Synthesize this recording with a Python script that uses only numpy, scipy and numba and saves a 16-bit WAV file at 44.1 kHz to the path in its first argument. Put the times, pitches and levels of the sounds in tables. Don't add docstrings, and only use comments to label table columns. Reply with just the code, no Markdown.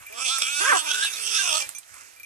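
import sys
import numpy as np
from scipy import signal
from scipy.fft import rfft, irfft, next_fast_len
from scipy.io import wavfile
from scipy.ndimage import uniform_filter1d, map_coordinates
from numba import njit

SR = 44100
rng = np.random.default_rng(int(sys.argv[2]) if len(sys.argv) > 2 else 0)


def rack_gain(trim_db):
    fader = np.asarray(trim_db, float)
    return 10 ** (fader / 20)


def digitize_waveform(pressure):
    field = np.atleast_2d(pressure).T
    bounded = np.clip(field, -1, 1)
    quanta = np.round(bounded * 32767).astype(np.int16)
    wavfile.write(sys.argv[1], SR, quanta)


N = 99225

# (time [s], length [s], level [dB])
WIND_PUFFS = [(-.03, 0.076, -56), (0.297, 0.045, -64), (1.9, 0.074, -69), (1.64, 0.08, -60.5),
              (2.5, 0.19, -67), (.42, 0.073, -66), (1.9, 0.062, -68)]
WIND_DB, WIND_HZ, WIND_FLICKER_DB, RUMBLE_CUT_HZ = -73, 64, 4, 45

# (frequency [Hz], density [dB per Hz])
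LEAF_COLOUR = [(120, -2.5), (900, -3.5), (1750, -0.5), (2500, -0.5), (4000, -8), (8300, 3), (11000, -6),
               (14000, -18.5)]
# (time [s], level [dB])
STRUGGLE_EFFORT = [
    (0, 2.5),
    (.15, 4),
    (1.6, 14),
    (1.82, -3),
    (1.87, -1),
    (1.95, 1.5),
    (2.1, -1),
    (2.25, -5.5),
]
LEAF_DB, LEAF_CUT_HZ, LEAF_SWELL_DB, LEAF_FLICKER_DB = -45.5, 246, 1, 2.5
CRACKLE_RATE, CRACKLE_SPREAD_DB, CRACKLE_DB = 900, 3, -8

# (time [s], level [dB], centre [Hz], low knock [dB])
CRACKS = [(0.384, -16, 8560, -18), (1.048, -19, 8844, -15), (1.672, -40, 4474, -27),
          (1.691, -22, 8560, -17), (1.699, -50, 8260, -43), (1.71, -43, 7750, -49), (1.783, -47, 8600, -18),
          (1.784, -22, 8600, -30), (1.832, -40, 3330, -34), (1.88, -46, 8900, -28), (1.942, -38, 8500, -11),
          (1.987, -45, 8200, -21)]
CRACK_S, CRACK_TAIL_S, CRACK_TAIL_DB, KNOCK_HZ = 0.001, 0.011, -12, 1100

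# (time [s], level [dB], ring before the fur damps it [s], brightness [dB])
CLAPPER_HITS = [(0.066, -38.5, 0.02, -27), (0.125, -38.5, 0.0088, -24), (1.609, -32, 0.046, -3.5),
                (1.749, -42, 0.041, 1), (1.753, -61, 0.018, 5), (1.761, -50.5, 0.024, 9),
                (2.162, -52, .025, -13), (2.198, -42, 0.0078, -20), (2.232, -38.5, 0.055, -16)]
# (frequency [Hz], level [dB], t60 [s])
BELL_MODES = [(2380, -4.5, 0.29), (3410, -13.5, 0.29), (5655, -7.5, 0.15), (6210, 4, 0.095),
              (6790, -13, 0.039), (8600, 0, 0.096), (9800, 1, 0.044)]
BELL_DAMP_S, CLAPPER_DB = .008, 1

# (time [s], pitch [Hz], level [dB])
WHINE = [(.84, 449.4, -70), (0.899, 428, -56), (0.989, 415.5, -56.5), (1.1, 430.5, -61), (1.42, 420, -61),
         (1.46, 413, -55), (1.541, 454, -68), (1.6, 427, -72)]

# (time [s], pitch [Hz], level [dB], mouth resonance [Hz])
BARK_ARCH = [
    (0.6, 345, -29, 1300),
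    (.635, 435.5, -29, 1450),
    (.655, 513.2, -26.5, 1580),
    (0.695, 594.8, -21.5, 1620),
    (.715, 568.2, -19, 1640),
    (0.736, 416.6, -20, 1180),
    (.772, 309.7, -25.5, 943),
    (.788, 316.4, -46, 1250),
    (0.861, 312, -37.5, 970),
    (0.951, 264, -49.5, 800),
]
# (share of the mouth resonance [ratio], width [Hz], level [dB])
DOG_RESONANCES = [
    (.7, 300, -0.5),
    (1.0, 380, 5.5),
    (1.45, 399, -27),
]
# (time [s], length [s], level [dB])
DOG_PANTS = [
    (1.9, 0.15, -49.5),
    (-.03, 0.1, -50),
]
# (frequency [Hz], width [Hz], level [dB])
PANT_RESONANCES = [(1180, 310, 8.5), (2200, 930, -0.5), (600, 79, 0)]
DOG_CHEST_HZ, DOG_CHEST_DB, DOG_ROUGHNESS = 392.3, -3, .45

# (time [s], pitch [Hz], level [dB], roughness [0-1], mouth resonance [Hz], mouth ring [dB])
OPENING_CRY = [(0.1, 204.6, -62, 0.26, 1180, -7), (.17, 236.1, -42.5, 0.36, 1180, 10.5),
               (.2, 245.7, -31, 0.63, 1204, 7), (0.233, 270.9, -31, 0.52, 1350, -0.5),
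               (0.275, 240.8, -24.5, 0.23, 1200, -24), (0.31, 263.5, -27, 0.04, 1340, 1),
               (0.352, 273.4, -29.5, 0.03, 1384, 3.5), (0.379, 266.6, -27.5, 0.49, 1330, 3.5),
               (0.401, 218.4, -26.5, 0.68, 1250, -4), (0.446, 250, -28.5, 0.49, 1330, 1),
               (.5, 283.1, -29.5, 0.05, 1420, -4), (.585, 291.4, -27, 0.12, 1440, 3.5),
               (0.619, 311.8, -24, 0.31, 1541, 1), (0.662, 314.8, -27, 0.39, 1510, 16),
               (0.751, 319.5, -27, 0.4, 1592, 7)]
# (time [s], pitch [Hz], level [dB], roughness [0-1], mouth resonance [Hz], mouth ring [dB])
HELD_CRY = [(0.795, 312.9, -26, .5, 1560, 1.5), (0.833, 306.4, -35.5, .5, 1530, -2.5),
            (0.879, 305.7, -28.5, 0.41, 1476, 4.5), (0.949, 305.6, -27.5, 0.55, 1520, 8),
            (1.004, 310, -27, 0.33, 1545, 6), (1.03, 330, -26, 0.4, 1630, 9.5),
            (1.057, 334.7, -29.5, 0.31, 1662, 5), (1.086, 397.9, -29.5, 0.74, 1664, -4)]
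# (time [s], pitch [Hz], level [dB], roughness [0-1], mouth resonance [Hz], mouth ring [dB])
SINKING_CRY = [(1.17, 437.7, -32.5, 0.72, 1323, -13), (1.299, 453.2, -25, 0.66, 1355, -14),
               (1.356, 438.3, -23.5, 0.5, 1510, 4), (1.383, 399.3, -27.5, 0.21, 1598, 6.5),
               (1.419, 396.5, -25.5, 0.22, 1575, 7), (1.44, 353.4, -25.5, 0.52, 1396, -10),
               (1.484, 345, -23, 0.66, 1421, -4), (1.53, 310.2, -26, 0.51, 1231, -3.5),
               (1.55, 309.4, -25.5, 0.41, 1232, 2), (1.582, 321.9, -27, 0.52, 1290, -3),
               (1.623, 271.4, -30.5, 0.55, 1100, -12)]
# (time [s], second resonance [Hz], third resonance [Hz], throat ring [dB], chest ring [dB])
TONGUE_SHIFTS = [(.1, 2600, 3350, 3, 21.5), (.19, 2480, 3240, -7, 0), (.27, 2600, 3400, -6.5, -17),
                 (.35, 2390, 3450, -20, -37), (.41, 2400, 3300, -13, -5.5), (.49, 2480, 3480, -24, -19),
                 (0.571, 2590, 3606, -21, -16), (.63, 2690, 3380, -12, -14), (.8, 2610, 3400, -22, -22),
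                 (.95, 2620, 3500, -12, -15), (1.04, 2877, 3500, -15, -27), (1.1, 2457, 3600, -33, -36),
                 (1.2, 2546, 3410, -35, -21), (1.311, 2842, 3330, -36, -10), (1.41, 2754, 3570, -13.5, -22),
                 (1.45, 2620, 3453, -3, -21), (1.579, 2680, 3340, 0.5, -22), (1.631, 2544, 3256, 4.5, -17)]
# (frequency [Hz], width [Hz], level [dB])
UPPER_TRACT = [(4686, 590, -8), (5730, 500, 1.5), (6520, 570, -4.5), (7870, 416, 2.5), (9240, 550, -1.5),
               (10500, 1200, -13), (13000, 1200, -27.5)]
# (frequency [Hz], width [Hz])
NOSE_HOLLOWS = [(1900, 380), (4030, 220)]
TONGUE_WIDTH_HZ, TONGUE_DB = (280, 300), (1, 5)
MOUTH_WIDTH_HZ, TRACT_FOLLOW = 130, .15
THROAT_SHARE, THROAT_WIDTH_HZ = 0.62, 276
CHEST_HZ, CHEST_WIDTH_HZ, BOAR_CUT_HZ, RELEASE_S = 455, 290, 230, .012
WAVER_DB, THROAT_WAVER_DB, WAVER_RATE, WANDER = 2.6, 2.5, 24, .025

JITTER, SHIMMER_DB, BREATH_DB, BREATH_GATE, BREATH_FLOOR = .1, 6, -5, .6, .1
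SMEAR_S, SMEAR_HZ = .0017, 400

# (frequency [Hz], left minus right [dB], left phase [rad], shared part [0-1])
LEFT_PORT = [(59.6, -5, -5, 0.91), (215, 1, -3.5, 1), (345, -5.5, -3, 0.88), (527, -3, -3, 0.91),
             (800, -5.5, -4, 0.81), (1080, -4, -4, 0.58), (1340, -6, -5, 0.86), (1860, 1, -4, 0.45),
             (1894, 0.5, -3.5, 0.36), (2280, 1.5, -5, 0.97), (2600, 2, -5.5, 0.91), (2980, -5, -7.5, 1),
             (3500, -3.5, -8, 0.43), (4240, -4, -6.5, 0.16), (6260, -16.5, -26, 0), (8900, -21.5, 25, .05),
             (12370, 2, -17.5, 0)]
ROCK_T60_S, ROCK_DB = .16, -13
SCATTER_S, SWAY_S, TOP_HZ = .004, .0003, 14400


@njit
def svf(x, hz, width):
    y, b, l = np.empty(len(x)), 0., 0.
    for i in range(len(x)):
        g, k = np.tan(np.pi * hz[i] / SR), width / hz[i]
        v = (b + g * (x[i] - l)) / (1 + g * (g + k))
        b, l, y[i] = 2 * v - b, l + 2 * g * v, k * v
    return y


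def band(x, hz, width_hz):
    f = np.clip(hz + np.zeros(len(x)), 20, .45 * SR)
    return svf(svf(x, f, 1.93 * width_hz), f, 1.93 * width_hz)


def highpass(x, order, hz):
    return signal.sosfilt(signal.butter(order, hz, "high", fs=SR, output="sos"), x)


def unit(x):
    return x / np.sqrt(np.mean(x ** 2))


def walk(rate):
    k = int(SR / rate)
    return unit(uniform_filter1d(uniform_filter1d(rng.standard_normal(N), k), k))


def swell(t, start, length):
    return np.sin(np.pi * np.clip((t - start) / length, 0, 1)) ** 2


@njit
def folds(hz, jitter, shimmer, chance):
    out, phase, p, k = np.zeros(len(hz) + 16), np.empty(len(hz)), 0., 0
    for i in range(len(hz)):
        step = hz[i] * np.exp(jitter[i] * chance[k, 0]) / SR
        p += step
        if p >= 1:
            p, k = p - 1, k + 1
            for j in range(16):
                u = j - 8 + p / step
                out[i + j] += np.exp(shimmer[i] * chance[k, 1]) * np.sinc(u) * np.cos(np.pi * u / 17) ** 2
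        phase[i] = p
    return out[8:-8], phase


def larynx(hz, rough):
    rough = np.clip(rough, 0, 1)
    chance = rng.standard_normal((N // 40, 2))
    chance[:, 0] = chance[:, 0] / 2 + uniform_filter1d(chance[:, 0], size=3)
    jitter = JITTER * rough ** 1.5 + 0.00259
    shimmer = SHIMMER_DB * rough * np.log(10) / 20
    clicks, phase = folds(hz, jitter, shimmer, chance)
    gated_air = np.exp(-phase / BREATH_GATE) * rng.standard_normal(N)
    breath = np.diff(unit(gated_air), prepend=0)
    f = np.arange(N // 2 + 1) * SR / N
    smear = np.exp(-2j * np.pi * SMEAR_S * (f + SMEAR_HZ * np.sin(f / SMEAR_HZ)))
    clicks = irfft(rfft(clicks * np.sqrt(SR / hz)) * smear, N)
    return np.sqrt(1 - 0.98 * rough) * clicks + rack_gain(BREATH_DB) * (rough + BREATH_FLOOR) * breath


def wind(t):
    puffs = rack_gain(WIND_DB) + sum(rack_gain(db) * swell(t, start, length) for start, length, db in WIND_PUFFS)
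    rumble = unit(band(rng.standard_normal(N), WIND_HZ, 63.0))
    return highpass(rumble * puffs * rack_gain(WIND_FLICKER_DB * walk(7.1)), 2, RUMBLE_CUT_HZ)


def leaves(t):
    struck = rng.random(N) < CRACKLE_RATE / SR
    grains = struck * rack_gain(CRACKLE_SPREAD_DB * rng.exponential(size=N)) * rng.standard_normal(N)
    raw = rng.standard_normal(N) + rack_gain(CRACKLE_DB) * unit(grains)
    colour_hz, colour_db = np.array(LEAF_COLOUR).T
    out, shared = 0, walk(1.9)
    for hz in 120 * 2 ** np.arange(0, 7.1, .5):
        db = np.interp(np.log(hz), np.log(colour_hz), colour_db)
        db = db + LEAF_SWELL_DB * shared + LEAF_FLICKER_DB * walk(7.5)
        out = -out + rack_gain(db) * band(raw, hz, hz / 3)
    return unit(out) * rack_gain(LEAF_DB + np.interp(t, *np.array(STRUGGLE_EFFORT).T))


def snaps(t):
    out, u = np.zeros(N), t[:2048]
    decay = np.exp(-u / CRACK_S) + rack_gain(CRACK_TAIL_DB) * np.exp(-u / CRACK_TAIL_S)
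    for start, db, hz, knock_db in CRACKS:
        burst = decay * rng.standard_normal(len(u))
        crack = band(burst, hz, 0.24 * hz)
        knock = rack_gain(knock_db + 7) * band(burst, KNOCK_HZ, 870.0)
        i = int(start * SR)
        out[i:i + len(u)] += rack_gain(db + 12) * (crack + knock)
    return out


def bell(t):
    out, (hz, db, t60) = np.zeros(N), np.array(BELL_MODES).T[:, :, None]
    chance = rng.random((len(CLAPPER_HITS), len(BELL_MODES)))
    for (start, level_db, ring, bright_db), turn in zip(CLAPPER_HITS, chance):
        i = int(start * SR)
        u = t[i:i + SR // 8] - start
        modes = rack_gain(db + bright_db * (hz > 3000)) * np.exp(-np.log(1000) * u / t60)
        modes = modes * np.sin(2 * np.pi * (hz * u + turn[:, None]))
        onset = 1 - np.exp(-u / 0.00054)
        fur = np.exp(-np.maximum(u - ring, 0) / BELL_DAMP_S)
        tick = rack_gain(CLAPPER_DB) * np.exp(-u / 0.0018) * np.diff(rng.standard_normal(len(u) + 1))
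        out[i:i + len(u)] += rack_gain(level_db + 6.0) * (modes.sum(0) * onset * fur + tick)
    return out


def moan(t):
    s, hz, db = np.array(WHINE).T
    hz = np.interp(t, s, hz)
    level = rack_gain(np.interp(t, s, db, left=-120, right=-120) + 7.5)
    return unit(band(larynx(hz, DOG_ROUGHNESS + 0 * t), hz, 90.0)) * level


def bark(t):
    s, *cols = np.array(BARK_ARCH).T
    hz, db, mouth = (np.interp(t, s, c) for c in cols)
    source = larynx(hz, DOG_ROUGHNESS + 0 * t)
    voice = -rack_gain(DOG_CHEST_DB) * band(source, DOG_CHEST_HZ, 190.0)
    for k, (share, width, level_db) in enumerate(DOG_RESONANCES):
        voice = voice + (-1) ** k * rack_gain(level_db) * band(source, share * mouth, width)
    edge = np.clip((t - s[0]) / 0.011, 0, 1) * np.clip((s[-1] - t) / 0.02, 0, 1)
    return voice * edge * rack_gain(db + 14.5)


def pants(t):
    air = rng.standard_normal(N)
    pant = unit(sum(rack_gain(db) * band(air, hz, width) for hz, width, db in PANT_RESONANCES))
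    effort = sum(rack_gain(db) * swell(t, start, length) ** .5 for start, length, db in DOG_PANTS)
    return pant * rack_gain(2.9 * walk(29)) * effort


def boar(t):
    s, *cols = np.array(OPENING_CRY + HELD_CRY + SINKING_CRY).T
    hz, db, rough, mouth, ring = (np.interp(t, s, c) for c in cols)
    at, *cols = np.array(TONGUE_SHIFTS).T
    *tongue, throat_db, chest_db = (np.interp(t, at, c) for c in cols)
    source = larynx(hz, rough)
    stretch = (mouth / 1400) ** TRACT_FOLLOW
    upper = list(zip(tongue, TONGUE_WIDTH_HZ, TONGUE_DB))
    upper += [(f * stretch, width, d) for f, width, d in UPPER_TRACT]
    voice = 0
    for k, (f, width, d) in enumerate(upper):
        gain = (-1) ** k * rack_gain(d + WAVER_DB * walk(WAVER_RATE))
        voice = voice + gain * band(source, f * (1 + WANDER * walk(26.7)), width)
    voice = voice - rack_gain(ring + 3) * band(source, mouth, MOUTH_WIDTH_HZ)
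    voice = voice - rack_gain(chest_db) * band(source, CHEST_HZ, CHEST_WIDTH_HZ)
    throat = band(source, THROAT_SHARE * mouth, THROAT_WIDTH_HZ)
    voice = voice + rack_gain(throat_db + THROAT_WAVER_DB * walk(WAVER_RATE)) * throat
    for f, width in NOSE_HOLLOWS:
        voice = voice - svf(voice, f * (1 + WANDER * walk(8)), 1. * width)
    release = np.exp(-np.maximum(t - s[-1], 0) / RELEASE_S)
    return highpass(voice, 2, BOAR_CUT_HZ) * rack_gain(db + 10.5) * (t > s[0]) * release


def scatter(tau, size):
    u = np.arange(SR // 2) / SR
    echo = np.exp(-u / tau) * rng.standard_normal(SR // 2)
    return rfft(echo / np.sqrt(np.sum(echo ** 2)), size)


def rocks(near, size):
    echo = rack_gain(ROCK_DB) * scatter(ROCK_T60_S / np.log(1000), size)
    return irfft(rfft(near, size) * (1 + echo), size)[:N]


def ground_and_air(t):
    return highpass(leaves(t), 4, LEAF_CUT_HZ) + wind(t)


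def left_port(t, near, right, size):
    swayed = map_coordinates(near, [(t - SWAY_S * walk(16.4)) * SR], mode="mirror")
    round_hand = rfft(swayed, size) * scatter(SCATTER_S, size) + rfft(ground_and_air(t), size)
    hz, *cols = np.array(LEFT_PORT).T
    log_f = np.log(np.arange(size // 2 + 1) * SR / size + 1)
    db, turn, shared = (np.interp(log_f, np.log(hz), c) for c in cols)
    shared = np.clip(shared, 0, 1)
    straight = shared * np.exp(1j * turn) * rfft(right, size)
    left = rack_gain(db) * (straight + np.sqrt(1 - shared ** 2) * round_hand)
    return irfft(left, size)[:N]


def scene():
    t = np.arange(N) / SR
    size = next_fast_len(N + SR // 2)
    near = rocks(snaps(t) + bell(t) + moan(t) + bark(t) + pants(t) + boar(t), size)
    right = near + ground_and_air(t)
    return np.array([left_port(t, near, right, size), right])


def band_limit(x):
    return signal.sosfilt(signal.butter(12, 15980, fs=SR, output="sos"), x)


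def record(dry):
    mix = signal.sosfilt(signal.ellip(8, .2, 70, TOP_HZ, fs=SR, output="sos"), dry)
    return band_limit(mix)


dry = scene()
out = record(dry)
digitize_waveform(out)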